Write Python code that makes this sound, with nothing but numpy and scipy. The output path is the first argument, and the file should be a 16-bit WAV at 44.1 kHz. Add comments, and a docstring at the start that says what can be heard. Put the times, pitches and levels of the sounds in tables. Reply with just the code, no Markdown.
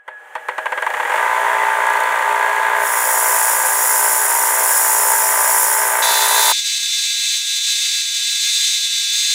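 """In a workshop, a benchtop belt and disc sander starts up. Its drive knocks once a turn, exciting the
frame's resonances, faster and faster until the knocks fuse into a rattling harmonic drone. The free
belt flaps briefly; then a steel shank is laid on it, loading the motor and hissing as grit scratches it.
Near the end the loaded machine is heard in fast motion, four times as quick and as high; the two
overlap for half a second, then the sound at natural pace is cut off."""
import sys
import numpy as np
from scipy import signal
from scipy.fft import rfft, irfft, next_fast_len
from scipy.io import wavfile

SR = 44100
rng = np.random.default_rng(int(sys.argv[2]) if len(sys.argv) > 2 else 0)


def write(x):
    x = np.atleast_2d(x).T
    wavfile.write(sys.argv[1], SR, np.round(np.clip(x, -1, 1) * 32767).astype(np.int16))


N = 411894
T = np.arange(N) / SR
PADDED = next_fast_len(N + SR // 2)
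HZ = np.fft.rfftfreq(PADDED, 1 / SR)

FREE_HZ, LAPS_PER_TURN = 59.13, 1 / 8  # unloaded turning rate; belt laps per motor turn
FIRST_KNOCK_S, FUSE_S = 0.079, 1.188
FAST_PACE = 4


def amp(db):
    """Amplitude ratio of a level in decibels."""
    return 10 ** (np.asarray(db) / 20)


def unit(x):
    """Normalisation to rms 1."""
    return x / np.sqrt(np.mean(abs(x) ** 2) + 1e-20)


def curves(rows):
    """Linear interpolation of each column over time."""
    times, *columns = np.transpose(rows)
    return [np.interp(T, times, column) for column in columns]


def spectrum(points, hz):
    """Interpolation of levels [dB] on a logarithmic frequency axis."""
    frequencies, db = np.transpose(points)
    return np.interp(np.log(hz + 1), np.log(frequencies + 1), db)


def bell(hz, centre, width):
    """Lorentzian power response of one resonance."""
    return 1 / (1 + (2 * (hz - centre) / width) ** 2)


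def radiation(corner_hz):
    """Radiation efficiency: a small body gives off little sound below its corner frequency."""
    return HZ ** 2 / (HZ ** 2 + corner_hz ** 2)


def coloured(x, gain):
    """Minimum-phase filtering, scaled so that white noise keeps its power."""
    cepstrum = irfft(np.log(np.maximum(unit(gain), 1e-6)), PADDED)
    cepstrum[1:PADDED // 2] *= 2
    cepstrum[PADDED // 2 + 1:] = 0
    return irfft(rfft(x, PADDED) * np.exp(rfft(cepstrum)), PADDED)[:N]


def wander(per_s):
    """Random modulation of rms 1, with per_s new values a second."""
    knots = np.arange(0, T[-1] + 1, 1 / per_s)
    return unit(np.interp(T, knots, rng.standard_normal(len(knots))))


def fade_in(centre_s, length_s):
    """Raised-cosine step from 0 to 1."""
    return .5 + .5 * np.sin(np.pi * np.clip((T - centre_s) / length_s, -.5, .5))


def motor_speed(load, pull_hz=16.58, surge_hz=19.15, sag_hz=0.52):
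    """Turning rate [Hz]: torque pulls steadily, then surges; load (1 is normal) lowers the top speed."""
    return np.minimum(pull_hz * T + surge_hz * T ** 4, FREE_HZ - sag_hz * load)


# Spectral envelope of the frame: (frequency [Hz], level [dB])
FRAME_COLOUR = [(18, -75), (30, -67.5), (303, -31), (426, -18.5), (649, -7.5), (721, -13), (889, -0.5),
                (1130, -9.5), (2010, -8.5), (2480, -17), (3310, -22), (3580, -28.5), (5040, -51),
                (9220, -35), (16000, -77)]
# Resonances of housing and table: (frequency [Hz], bandwidth [Hz], gain [dB])
FRAME_RESONANCES = [(412, 13, 6.5), (522.5, 29, 10), (657.2, 17.4, 12.5), (708, 48, -8.5), (934, 20, 1.5),
                    (1023, 30, -2.5), (1152, 9.7, 1), (1661, 58, 7), (1970, 100, 5.5), (2480, 170, 3),
                    (3470, 140, 4.5), (3710, 280, 5.5), (4420, 120, 14)]

def frame_gain(pitch_ratio):
    """Modal response of the frame, with all frequencies scaled by pitch_ratio."""
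    hz = HZ / pitch_ratio
    modes_db = sum(db * bell(hz, centre, width) for centre, width, db in FRAME_RESONANCES)
    return amp(spectrum(FRAME_COLOUR, hz) + modes_db)


# Spectral envelope of the belt's hiss: (frequency [Hz], level [dB])
HISS_COLOUR = [(3000, -1.5), (5200, -10), (6300, -4.5), (7400, -2), (8600, -6.5), (9150, 0), (9700, -5.5),
               (11000, -8), (13300, -9.5), (14100, -15), (14900, -6.5), (16000, -21)]

def belt_hiss(envelope):
    """Modulated noise radiated by the thin belt, which is efficient only in the treble."""
    noise = envelope * rng.standard_normal(N)
    return coloured(noise, amp(spectrum(HISS_COLOUR, HZ)) * radiation(2000))


# Tone of the belt's backing plate: (time [s], frequency [Hz], level [dB])
PLATE_TONE = [(0, 1660, -47), (.05, 1660, -62), (.1, 1690, -36), (.2, 1677, -40), (.3, 1691, -49),
              (.6, 1661, -34), (1.3, 1661, -31), (2.6, 1655, -26), (3.1, 1652, -32), (6.5, 1631, -41.5)]

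def plate_singing(waver_hz=5, flutter_db=2):
    """Friction-driven vibration: the backing plate sings faintly at nearly one pitch."""
    hz, db = curves(PLATE_TONE)
    cycles = np.cumsum(hz + waver_hz * wander(60)) / SR
    return amp(db + flutter_db * wander(40)) * unit(np.sin(2 * np.pi * cycles))


def belt(speed, load, creep_db=-3.5):
    """Friction and air noise: the belt rubs on its plate and its grit hisses, both rising with speed."""
    decades = np.log10(np.maximum(speed, .5) / FREE_HZ)
    rub_db = -37 + 9.7 * decades - 10 * load
    air_db = -35.5 + 22.7 * decades + 2.9 * load
    slip_db = -23.5 + 18.5 * decades
    slipping = np.clip((FREE_HZ - speed) / 10, 0, 1) * (load == 0)  # only while pulled up to speed
    friction = np.hypot(amp(rub_db), amp(slip_db) * slipping) * amp(creep_db * (T < FIRST_KNOCK_S))
    rub = friction * coloured(rng.standard_normal(N), frame_gain(0.92))
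    return rub + amp(air_db) * belt_hiss(1) + plate_singing()


def knocks(speed, full_db=-8.6, firm_hz=8.1, soft_db_per_hz=1.8, limp_db=-4.5):
    """Impulse train of the run-up: one blow a turn, softer at low speed, alternating at middle speed."""
    turns = np.cumsum(speed) / SR
    turn = np.floor(turns - turns[round(FIRST_KNOCK_S * SR)])
    limping = (turn % 2) * (speed > 24) * (speed < 46)
    db = full_db - soft_db_per_hz * np.maximum(firm_hz - speed, 0) + limp_db * limping
    return np.diff(turn, prepend=turn[0]) * amp(db) * (T < FUSE_S)


def clatter(blows, pace, burst_s, fade_s, room_db, room_t60):
    """Impacts set loose parts buzzing and the room reverberates; pace divides all the decay times."""
    t = np.arange(SR // 2) / SR * pace
    burst = np.exp(-t / fade_s) / (1 + (t / burst_s) ** 20)
    tail = amp(room_db - 60 * t / room_t60) ** 2
    power = signal.oaconvolve(blows ** 2, burst + tail)[:N]  # incoherent sounds add in power
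    return coloured(np.sqrt(abs(power)) * rng.standard_normal(N), frame_gain(pace))


# Partials of the frame's ring and drone: (order [multiple of turning rate], relative level [dB])
HARMONICS = [(1, -64.5), (2, -46), (3, -37.5), (4, -42.5), (5, -29.5), (6, -25.5), (7, -9.5), (8, -16.5),
             (9, -39), (10, -10), (11, -15.5), (12, -11.5), (13, -5), (14, -65), (15, 5), (16, 3), (17, 3),
             (18, -2), (19, -39), (20, -2), (21, -6), (22, -20), (23, -6), (24, -7), (25, -11), (26, -1),
             (27, -4), (28, -6), (29, -34), (30, -12), (31, -5), (32, -10), (33, -23), (34, -7), (35, -19),
             (36, -10), (37, -23), (38, -13)]

def frame_ringing(blows, ring_s=0.014):
    """Impulse response: each blow briefly rings the partials of the full-speed drone."""
    t = np.arange(SR // 20) / SR
    phases = [(2 * np.pi * (k * FREE_HZ * t + rng.random()), db) for k, db in HARMONICS]
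    ring = unit(sum(amp(db) * np.cos(phase) for phase, db in phases))
    ring /= np.sqrt(abs(signal.hilbert(ring)))  # evens out the envelope
    ring /= 1 + (t / ring_s) ** 10
    return coloured(signal.oaconvolve(blows, ring)[:N], radiation(260) ** 2)


def snaps(blows, decay_s=0.0026):
    """Damped transients: each blow draws a short bright snap from the belt."""
    decay = np.exp(-np.arange(SR // 20) / SR / decay_s)
    return belt_hiss(signal.oaconvolve(blows, decay)[:N])


def start_up(speed, buzz_db=-10, ring_db=-8, snap_db=-25, snap_spread_db=3):
    """Impact excitation: ever closer knocks each buzz, ring the frame and snap the belt."""
    blows = knocks(speed)
    ring = frame_ringing(blows)
    buzz = clatter(blows, pace=0.97, burst_s=0.012, fade_s=0.019, room_db=-5, room_t60=0.22)
    snap = snaps(blows * amp(snap_db + snap_spread_db * wander(30.08)))
    return amp(buzz_db) * buzz + amp(ring_db) * ring + snap


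def drone(harmonics, turns, pace, flutter=0.19):
    """Periodic knocks form a harmonic series; the frame's dispersion delays each partial differently."""
    orders = np.transpose(harmonics)[0]
    delay_turns = .48 * rng.random(len(orders)) - .12 * np.cos(.5 * (orders - 16))
    tone = np.zeros(N)
    for (k, db), lag in zip(harmonics, np.cumsum(delay_turns)):  # group delay sums to phase lag
        tone += amp(db) * (1 + flutter * wander(12 * pace)) * np.cos(2 * np.pi * (k * turns - lag))
    return unit(tone)


def machine(load, harmonics, pace, drone_db, clatter_db, jitter_turns=.003, lap_db=-.36, uneven_db=.43):
    """Forced vibration: a knock a turn gives drone and clatter, swayed by belt laps, damped by load."""
    turns = np.cumsum(pace * motor_speed(load)) / SR + jitter_turns * wander(25 * pace)
    lap = 2 * np.pi * LAPS_PER_TURN * turns
    force = amp(lap_db * (np.sin(lap) + np.sin(3 * lap)) + uneven_db * wander(40 * pace))
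    blows = np.diff(np.floor(turns), prepend=0) * force * amp(clatter_db - 3.5 * load)
    rattle = clatter(blows, pace, burst_s=0.016, fade_s=0.013, room_db=-14, room_t60=0.38)
    return rattle + drone(harmonics, turns, pace) * force * amp(drone_db - 2.5 * load)


# Spells of flapping of the free belt: (start [s], duration [s], level [dB])
FLAP_SPELLS = [(1.867, .19, -25.5), (2.122, .75, -29.5)]

def flapping(chirp_hz=4430, chirp_width_hz=150, chirp_db=-11):
    """Subharmonic motion: the belt snaps on every second turn, with a small metallic chirp."""
    blows = np.zeros(N)
    for start, length, db in FLAP_SPELLS:
        times = np.arange(start, start + length, 2 / FREE_HZ)
        blows[np.round(times * SR).astype(int)] = amp(db)
    snap = snaps(blows)
    return snap + amp(chirp_db) * coloured(snap, bell(HZ, chirp_hz, chirp_width_hz))


# Strength of the steel's contact with the belt: (time [s], level [dB])
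CONTACT_LEVEL = [(2.74, -41.5), (2.87, -23), (3.14, -18), (3.53, -17), (3.62, -19.5), (3.88, -16),
                 (4.56, -18), (4.74, -15), (5.35, -17), (5.61, -15), (5.99, -21), (6.12, -19.5),
                 (6.51, -17), (6.52, -22)]

def contact():
    """Amplitude envelope of the grinding, from the moment the steel touches the belt."""
    return amp(curves(CONTACT_LEVEL)[0]) * fade_in(CONTACT_LEVEL[0][0], .04)


# Spectral envelope of grit scratching steel: (frequency [Hz], level [dB])
SCRATCH_COLOUR = [(3000, -25.5), (4400, -13), (4950, -13.5), (5300, -14), (6400, -3), (7000, -1),
                  (9000, -0.5), (11500, -1.5), (13500, -0.5), (14100, -5.5), (15000, 1.5), (16000, -8.5)]
# Peaks and dips in the grinding hiss, the shank's ringing and a notch near 4.2 kHz:
# (frequency [Hz], bandwidth [Hz], gain [dB])
GRIND_PEAKS_AND_DIPS = [(4160, 220, -16), (5280, 220, 15.5), (5430, 100, -13), (5756, 160, 11.5),
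                        (6300, 160, -5), (6870, 210, 7), (7190, 170, 8), (7400, 120, -0.5), (8000, 79, 3.5),
                        (7860, 80, -3), (7890, 80, 5), (9280, 110, 2.5), (9020, 73, 0), (9170, 100, 4.5),
                        (9490, 360, 10.5), (9570, 115, -18.5), (10260, 90, -4), (10300, 90, -3),
                        (10370, 270, 7), (10370, 90, -6), (11030, 320, 7.5), (11640, 150, -2),
                        (12000, 80, -4), (13900, 200, 4), (14950, 250, 3.5)]

def grinding_filter(scratches, ripple_hz=59.85, ripple_db=2.37):
    """Spectral shaping: broad peaks and dips, plus a random ripple of the shank's narrow resonances."""
    knots = np.arange(0, SR / 2 + ripple_hz, ripple_hz)
    ripple = unit(np.interp(HZ, knots, rng.standard_normal(len(knots))))
    shape_db = sum(db * bell(HZ, centre, width) for centre, width, db in GRIND_PEAKS_AND_DIPS)
    colour_db = spectrum(SCRATCH_COLOUR, HZ) + shape_db + ripple_db * ripple
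    return coloured(scratches, amp(colour_db) * radiation(2500))


def grinding(speed, gain_db=0.5, grit_db=1.5, flutter_db=1.1, flutter_per_turn=0.4):
    """Abrasion noise: countless grains scratch the shank, fluttering periodically as the belt moves."""
    cycles = flutter_per_turn * np.cumsum(speed) / SR
    flutter = unit(sum(np.cos(2 * np.pi * (k * cycles + rng.random())) for k in range(1, 11)))
    bite_db = flutter_db * flutter + grit_db * wander(2500)
    scratches = unit(amp(bite_db) * rng.standard_normal(N))
    return grinding_filter(scratches * contact() * amp(gain_db))


def fast_belt(load, plate_hz=1655, waver_hz=8, hiss_hz=13500, hiss_width_hz=4000, lap_db=3):
    """Transposition: the plate sings two octaves up by a hiss; both surge each lap, fade under load."""
    laps = LAPS_PER_TURN * np.cumsum(FAST_PACE * motor_speed(load)) / SR
    surge_db = lap_db * np.sin(2 * np.pi * laps) + wander(60)
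    cycles = np.cumsum(FAST_PACE * (plate_hz + waver_hz * wander(240))) / SR
    sing = amp(-28 - 8 * load) * unit(np.sin(2 * np.pi * cycles))
    hiss_gain = bell(HZ, hiss_hz, hiss_width_hz) * HZ ** 2
    hiss = amp(-41 - 3 * load) * coloured(rng.standard_normal(N), hiss_gain)
    return amp(surge_db) * (sing + hiss)


# The hand bears down (+) or eases (-): (start [s], duration [s], change [normal loads], gain [dB])
HAND_PRESSES = [(6.24, 0.065, 0.124, -2.5), (6.351, .18, -.8, -1), (6.599, 0.049, 0.41, -2),
                (6.784, .04, 0.44, -1.5), (7.392, 0.081, 0.22, -2), (7.588, 0.038, 0.23, -1.5),
                (7.65, 0.31, -.1, 0.5), (8.019, 0.12, 0.75, -0.5), (8.426, .33, -.6, 0),
                (8.842, .28, 0.84, 2), (9.122, 0.41, -0.69, -0.5)]

def presses(rise_s=0.038):
    """Superposition of the hand's presses on a normal load; gives load and gain [dB] in fast motion."""
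    load, db = np.ones(N), np.zeros(N)
    for start, length, change, gain_db in HAND_PRESSES:
        held = fade_in(start, rise_s) - fade_in(start + length, rise_s)
        load += change * held
        db += gain_db * held
    return load, db


# Partials of the drone in fast motion: (order [multiple of turning rate], relative level [dB])
FAST_HARMONICS = [(1, -66), (2, -49), (3, -40), (4, -43), (5, -30.5), (6, -26.5), (7, -11), (8, -22),
                  (9, -17), (10, -11), (11, -16.5), (12, -11.5), (13, -7), (14, -21), (15, 4), (16, 1),
                  (17, 2.5), (18, -1.5), (19, -10), (20, -2.5), (21, -6), (22, -13), (23, -9), (24, -5),
                  (25, -13), (26, -2), (27, -2.5), (28, -10.5), (29, -27), (30, -12.5), (31, -6),
                  (32, -9.5), (33, -32), (34, -5.5), (35, -15), (36, -9.5), (37, -37), (38, -11)]

def fast_motion(tremble, swell_hz=1.4, crest_s=6.5, swell_db=0.23):
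    """Time compression raises rate and pitch of the loaded machine alike; its level swells slightly."""
    load, press_db = presses()
    load += tremble * wander(5 * FAST_PACE)
    swell = amp(press_db + swell_db * np.cos(2 * np.pi * swell_hz * (T - crest_s)))
    running = machine(load, FAST_HARMONICS, FAST_PACE, drone_db=-17.5, clatter_db=-17.92)
    return swell * (running + fast_belt(load))


def scene(normal_contact_db=-16, tremble=0.142, ease_s=5.88, eased=0.301, fast_s=6.022, cut_s=6.523):
    """Superposition: the work at natural pace is overlapped, then replaced, by fast motion."""
    load = contact() / amp(normal_contact_db) * (1 + tremble * wander(5))  # the hand trembles a little
    load *= 1 - eased * fade_in(ease_s, .1)
    speed = motor_speed(load)
    running = machine(load, HARMONICS, pace=1, drone_db=-18.3, clatter_db=-18.93) * fade_in(FUSE_S, .02)
    natural = start_up(speed) + belt(speed, load) + running + flapping() + grinding(speed)
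    natural *= 1 - fade_in(cut_s, 0.0013)
    return (natural + fast_motion(tremble) * fade_in(fast_s, .004))[None]


def record(dry, ceiling=.92, edge_hz=15790):
    """Hard clipping of the rare highest peaks, then a steep low-pass filter."""
    low_pass = signal.firwin(2047, edge_hz, window=("kaiser", 9), fs=SR)
    return signal.oaconvolve(np.clip(dry, -ceiling, ceiling), low_pass[None], "same")


dry = scene()
out = record(dry)
write(out)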